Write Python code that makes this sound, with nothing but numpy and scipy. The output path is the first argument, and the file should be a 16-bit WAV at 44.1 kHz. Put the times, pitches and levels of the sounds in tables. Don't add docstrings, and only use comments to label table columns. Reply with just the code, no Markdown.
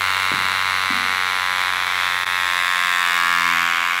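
import sys
import numpy as np
from scipy import signal
from scipy.io import wavfile

SR = 44100
rng = np.random.default_rng(int(sys.argv[2]) if len(sys.argv) > 2 else 0)


def unload_audio(sound):
    columns = np.transpose(np.atleast_2d(sound))
    steps = np.round(np.clip(columns, -1, 1) * 32767)
    wavfile.write(sys.argv[1], SR, steps.astype(np.int16))


N = 176400
TIME = np.arange(N) / SR


def amp(db):
    return 10 ** (np.asarray(db) / 20)


def unit(x):
    return x / np.sqrt(np.mean(x ** 2) + 1e-20)


def curve(rows, t=TIME, column=1):
    rows = np.array(rows)
    return np.interp(t, rows[:, 0], rows[:, column])


def at_hz(rows, hz):
    points, values = np.transpose(rows)
    return np.interp(np.log(hz + 1), np.log(points + 1), values)


def eq(x, rows, size=4096):
    hz = abs(np.fft.fftfreq(size, 1 / SR))
    log_gain = np.log(amp(at_hz(rows, hz)))
    taps = np.fft.ifft(np.exp(np.conj(signal.hilbert(log_gain)))).real
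    return signal.oaconvolve(x, taps[:size // 2])[:N]


def highpass(x, hz):
    return signal.filtfilt(*signal.butter(2, hz, "high", fs=SR), x)


def band(x, hz, width_hz):
    b, a = signal.iirpeak(hz, hz / width_hz, SR)
    return signal.lfilter(b, a, signal.lfilter(b, a, x))


def glide(x, hz, width_hz):
    spin = np.exp(2j * np.pi * np.cumsum(hz) / SR)
    pole = np.exp(-np.pi * width_hz / SR)
    return 2 * (spin * signal.lfilter([1 - pole], [1, -pole], x / spin + 1e-18)).real


def clicks(times, gains, size=16):
    at = times[:, None] * SR
    taps = np.floor(at).astype(int) + np.arange(1 - size, size + 1)
    shape = np.sinc(taps - at) * np.cos(np.pi / 2 * (taps - at) / size) ** 2
    return np.bincount(taps.ravel() % (2 * N), (gains[:, None] * shape).ravel(), 2 * N)[:N]


# time in seconds, turns per second.
SPEED = [(0.0, 94.41), (0.3, 94.19), (0.65, 94.26), (0.85, 93.66), (1.0, 93.15), (1.15, 92.67),
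         (1.4, 91.85), (1.55, 91.74), (1.7, 91.02), (1.9, 91.14), (2.1, 89.76), (2.35, 90.08),
         (2.53, 89.23), (2.7, 89.42), (2.85, 89.15), (3.05, 87.7), (3.2, 86.66), (3.32, 86.92),
         (3.5, 85.76), (3.62, 85.51), (3.72, 85.21), (3.85, 86.52), (4.0, 87.75)]


def shaft(drift_ms=.1, first_knock_turn=.87):
    speed = curve(SPEED)
    drift_s = drift_ms / 1000 * signal.resample(rng.standard_normal(60), N)
    return np.cumsum(speed) / SR - first_knock_turn + drift_s * speed


# time in seconds, timing scatter in ms.
SCATTER = [(0, .19), (.6, .19), (.75, .11), (1.1, .1), (1.5, .06), (1.62, .16), (1.88, .16), (2.05, .05),
           (2.8, .025), (3.6, .025), (4, .05)]
# time in seconds, trim in dB.
STUMBLES = [(.635, -3), (.645, -1), (1.857, -1.5), (1.868, 3)]


def strikes(turns, place, count=380, rocks_per_turn=.3262, swing_kept=.742, db_per_ms=6):
    rocking = [1, -2 * swing_kept * np.cos(2 * np.pi * rocks_per_turn), swing_kept ** 2]
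    swing = unit(signal.lfilter([1], rocking, rng.standard_normal(count)))
    times = np.interp(np.arange(count) + place, turns, TIME, right=1.5 * N / SR)
    late_ms = curve(SCATTER, times) * swing
    half_turn_s = .5 / SPEED[0][1]
    stumble_db = sum(db * (abs(times - when) < half_turn_s) for when, db in STUMBLES)
    return clicks(times + late_ms / 1000, amp(stumble_db - db_per_ms * late_ms))


# frequency in Hz, relative gain in dB.
CONTACT_EQ = [(4000, -1), (6000, 1.5), (9000, -4), (15500, 2.5)]
FREE_EQ = [(60, -72), (200, -31.5), (480, -21), (650, -16), (820, -10), (1020, -0.5), (1450, 2.5),
           (1720, -4.5), (2200, 1.3), (2500, -15), (2800, -4), (3120, -22), (3900, -2.5), (4450, -10.5),
           (5000, -27.5), (6100, -26), (7000, -29), (11000, -30), (15500, -59)]
TURNED_EQ = [(60, -50), (250, -33), (450, -20), (620, -17.5), (820, -8.5), (1060, -.5), (1400, -1.5),
             (1750, -2), (2100, -4), (2500, -5.5), (2950, -16), (3420, -5), (4000, -9), (4650, -25),
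             (5200, -23), (7000, -31), (9000, -38), (11000, -28), (15500, -40)]
PRESSED_EQ = [(60, -44), (200, -18.5), (350, -20), (520, -42), (680, -12.5), (830, -14), (1100, 6),
              (1350, 2.5), (1550, 2), (1950, -12.5), (2300, 0.5), (2800, -12), (3300, -15), (3800, -14),
              (4200, -16), (4600, -17.5), (5200, -35), (5900, -23), (7700, -24), (15500, -59)]
# time in seconds, delay in ms.
REBOUND = [(2.5, 1.6), (2.95, 1.52), (3.2, 1.39), (3.6, 1.28), (4, 1.3)]
# pitch in Hz, T60 in seconds, relative level in dB.
MODES = [(1210, 0.012, -17.5), (2177, 0.033, -10)]


def knocks(blows, grip, trim_db=1, rebound_db=-5.5, damping=.81):
    press = np.clip(grip - 1, 0, 1)
    rebound = np.interp(TIME - curve(REBOUND) / 1000, TIME, highpass(blows, hz=1990))
    push = eq(blows + press * amp(rebound_db) * rebound, CONTACT_EQ)
    body = 0
    for stage, tone in enumerate([FREE_EQ, TURNED_EQ, PRESSED_EQ]):
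        crossfade = np.maximum(1 - abs(grip - stage), 0)
        body += crossfade * unit(eq(push, tone))
    t = TIME[:SR // 10]
    for hz, t60, db in MODES:
        ring = amp(-60 * t / t60) * np.cos(2 * np.pi * hz * t)
        body += press * amp(db) * unit(signal.oaconvolve(blows, ring)[:N])
    return -amp(trim_db) * body / (1 + press * damping)


def puffs(turns, place, width):
    distance = (turns - place + .5) % 1 - .5
    return np.exp(-.5 * (distance / width) ** 2) * rng.standard_normal(N)


def rattle(turns, place, width, noise_share):
    taps = unit(strikes(turns, place))
    noise = unit(puffs(turns, place, width))
    return np.sqrt(1 - noise_share) * taps + np.sqrt(noise_share) * noise


# place and width in turns, relative level in dB when free and when pressed.
CHATTER = [(0.081, 0.05, -19, -16.5), (0.292, 0.19, -14.5, -19.5), (0.702, 0.35, -10.5, -24)]
# frequency in Hz, relative gain in dB.
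CHATTER_EQ = [(200, -34), (700, -12.5), (1200, -12), (2200, 5), (2650, -0.5), (3050, -2.5), (3600, -5),
              (4300, -13.5), (5500, -15.5), (15000, -41.5)]
# time in seconds, boost in dB.
PLAY = [(0, 1.5), (1.7, 5), (1.9, 8), (2.45, 7), (2.7, 5), (3.3, 4), (3.7, 6), (4, 7.5)]


def chatter(turns, grip):
    noise_share = np.interp(grip, [0, 2], [.4, .12])
    out = 0
    for place, width, free_db, pressed_db in CHATTER:
        contact = eq(rattle(turns, place, width, noise_share), CHATTER_EQ)
        out += amp(np.interp(grip, [0, 2], [free_db, pressed_db])) * unit(contact)
    return amp(curve(PLAY)) * out


# time in seconds, level in dB.
SCRAPE_LEVEL = [(0, -38), (.7, -41.5), (1.55, -47.5), (1.61, -39), (1.69, -52), (1.84, -45), (1.87, -44),
                (1.91, -45), (2.1, -41.5), (2.7, -41.5), (3.15, -35.5), (3.6, -42.5), (3.8, -49), (4, -42)]
# frequency in Hz, relative gain in dB.
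SCRAPE_EQ = [(500, -9), (3000, 4), (6000, -1), (10000, -2), (13000, -3.5), (15500, -2)]


def scrape(turns):
    hiss = eq(puffs(turns, place=.13, width=.11), SCRAPE_EQ)
    return amp(curve(SCRAPE_LEVEL)) * unit(hiss)


# place and width in turns, centre and filter width in Hz,
# level in dB when free and when pressed.
TICKS = [(.33, 0.054, 11010, 1700, -48, -56), (.77, 0.084, 7400, 2300, -51, -45),
         (0.6, 0.054, 8600, 8500, -47.5, -65), (0.8, .05, 12800, 1600, -68, -38)]


def commutator(turns, grip):
    press = np.clip(grip - 1, 0, 1) ** 2
    out = 0
    for place, width, hz, width_hz, free_db, pressed_db in TICKS:
        ticks = band(rattle(turns, place, width, noise_share=.65), hz, width_hz)
        out += amp(free_db + (pressed_db - free_db) * press) * unit(ticks)
    return out


# time in seconds, centre in Hz, level in dB.
LOW_HOLLOW = [(0, 3700, -35), (.3, 3840, -37), (1.1, 3680, -44), (1.6, 3520, -51), (2.1, 3720, -43),
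              (2.9, 3660, -31.5), (3.3, 3800, -42), (3.45, 3750, -48), (3.6, 3300, -28.5), (4, 3580, -44)]
HIGH_HOLLOW = [(0, 5800, -66), (1.1, 6100, -50), (1.9, 5870, -62), (2.5, 5200, -73), (2.9, 4550, -51),
               (3.2, 4820, -52), (3.45, 5150, -50), (3.65, 5240, -53), (3.8, 5400, -70)]
NASAL = [(0, 1700, -60), (2.2, 1700, -46), (2.55, 1700, -32), (3.0, 1700, -25), (3.5, 1680, -26),
         (3.75, 1620, -32), (4, 1600, -36)]


def body_resonances(blows):
    out = 0
    for rows, width_hz, polarity in [(LOW_HOLLOW, 620, 1), (HIGH_HOLLOW, 520, 1), (NASAL, 460, -1)]:
        hz = curve(rows)
        ring = glide(glide(blows, hz, width_hz), hz, width_hz)
        out += polarity * amp(curve(rows, column=2)) * unit(ring)
    return out


# time in seconds, levels in dB of shaft harmonics 1, 2 and 3.
HUM = [(0, -44, -53, -64), (.7, -45.5, -51.5, -87), (1.4, -50, -51.5, -86), (2.45, -49.5, -54.5, -73),
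       (3, -59.5, -50, -63), (3.55, -52, -42.5, -44.5), (3.8, -58, -52.5, -57), (4, -78, -56, -59)]
# harmonic number, level in dB when free and when pressed.
OVERTONES = [(5, -47, -60), (6, -52, -62)]


def table_hum(turns, grip):
    levels = [(k, curve(HUM, column=k)) for k in (1, 2, 3)]
    levels += [(k, np.interp(grip, [0, 2], [free, pressed])) for k, free, pressed in OVERTONES]
    return sum(np.sqrt(2) * amp(db) * np.sin(2 * np.pi * (k * turns + rng.random())) for k, db in levels)


# frequency in Hz, relative gain in dB.
ROOM_TONE_EQ = [(15, -18), (38, -5), (60, -6.5), (150, -7), (400, -3.5), (1000, -4), (16000, -44)]


def room_tone(level_db=-47.5):
    return amp(level_db) * unit(eq(rng.standard_normal(N), ROOM_TONE_EQ))


# frequency in Hz, T60 in seconds.
ROOM_T60 = [(100, 0.91), (1000, 0.6), (4000, 0.71), (16000, 0.54)]


def reverb(x, predelay_s=.003, spacing=22):
    count = SR // 2 // spacing
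    arrivals = int(predelay_s * SR) + np.arange(count) * spacing + rng.integers(0, spacing, count)
    echoes = np.zeros(SR)
    echoes[arrivals] = rng.choice([-1., 1.], count)
    hz, t, spectrum = signal.stft(echoes, SR, nperseg=256)
    decay = amp(-60 * t / at_hz(ROOM_T60, hz)[:, None])
    tail = signal.istft(spectrum * decay, SR)[1]
    return signal.fftconvolve(x, tail / np.linalg.norm(tail))[:N]


# time in seconds, centre in Hz, depth from 0 to 1.
NOTCH = [(0, 2530, 0), (.7, 2730, 0.12), (1.5, 2640, 0.33), (2.15, 2870, 0.6), (2.65, 3070, 0.4),
         (2.9, 3080, 0), (3.5, 3960, 0.5), (3.75, 4060, 0.2), (4, 4230, 0.4)]


def sliding_notch(buzz, width_hz=350):
    return buzz - curve(NOTCH, column=2) * glide(buzz, curve(NOTCH), width_hz)


# start in seconds, dry peak level in dB, centre and filter width in Hz.
BUMPS = [(.317, -20.5, 284, 334), (.337, -26.5, 171, 101), (0.904, -22.5, 239, 89)]


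def bumps(reverb_db=-2.5):
    out = 0
    for start, db, hz, width_hz in BUMPS:
        thud = band(clicks(np.array([start]), np.ones(1)), hz, width_hz)
        out += amp(db) * thud / abs(thud).max()
    return out + amp(reverb_db) * reverb(out)


# time in seconds, grip (0 free, 1 being turned, 2 pressed).
GRIP = [(0, 0.066), (.95, 0.18), (1.55, 0.68), (2.45, 0.9), (2.95, 1.45), (3.5, 1.84), (4, 1.76)]
# time in seconds, gain in dB.
FORCE = [(0, -20.5), (.3, -21.5), (1.05, -21.5), (1.55, -22), (1.61, -20), (1.72, -22.5), (1.92, -23.5),
         (2.03, -20.5), (2.18, -23.5), (2.45, -21.5), (2.76, -18.5), (2.95, -17), (3.5, -15), (3.7, -17),
         (4, -19.5)]


def scene(reverb_db=-10):
    turns, grip = shaft(), curve(GRIP)
    blows = strikes(turns, place=0)
    buzz = amp(curve(FORCE)) * (knocks(blows, grip) + chatter(turns, grip))
    buzz += scrape(turns) + commutator(turns, grip) + body_resonances(blows)
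    buzz += amp(reverb_db) * reverb(buzz)
    return (sliding_notch(buzz) + room_tone() + table_hum(turns, grip) + bumps())[None]


# time in seconds, linear gain.
DIP = [(2.238, 1), (2.251, .05), (2.254, .05), (2.265, 1)]


def record(dry, ceiling=.44, knee=6, top_hz=15850):
    clipped = dry / (1 + abs(dry / ceiling) ** knee) ** (1 / knee)
    tamed = dry - highpass(dry - clipped, hz=550)
    high_cut = signal.firwin(511, top_hz, window=("kaiser", 9), fs=SR)
    return signal.oaconvolve(tamed * curve(DIP), high_cut[None], "same")


dry = scene()
out = record(dry)
unload_audio(out)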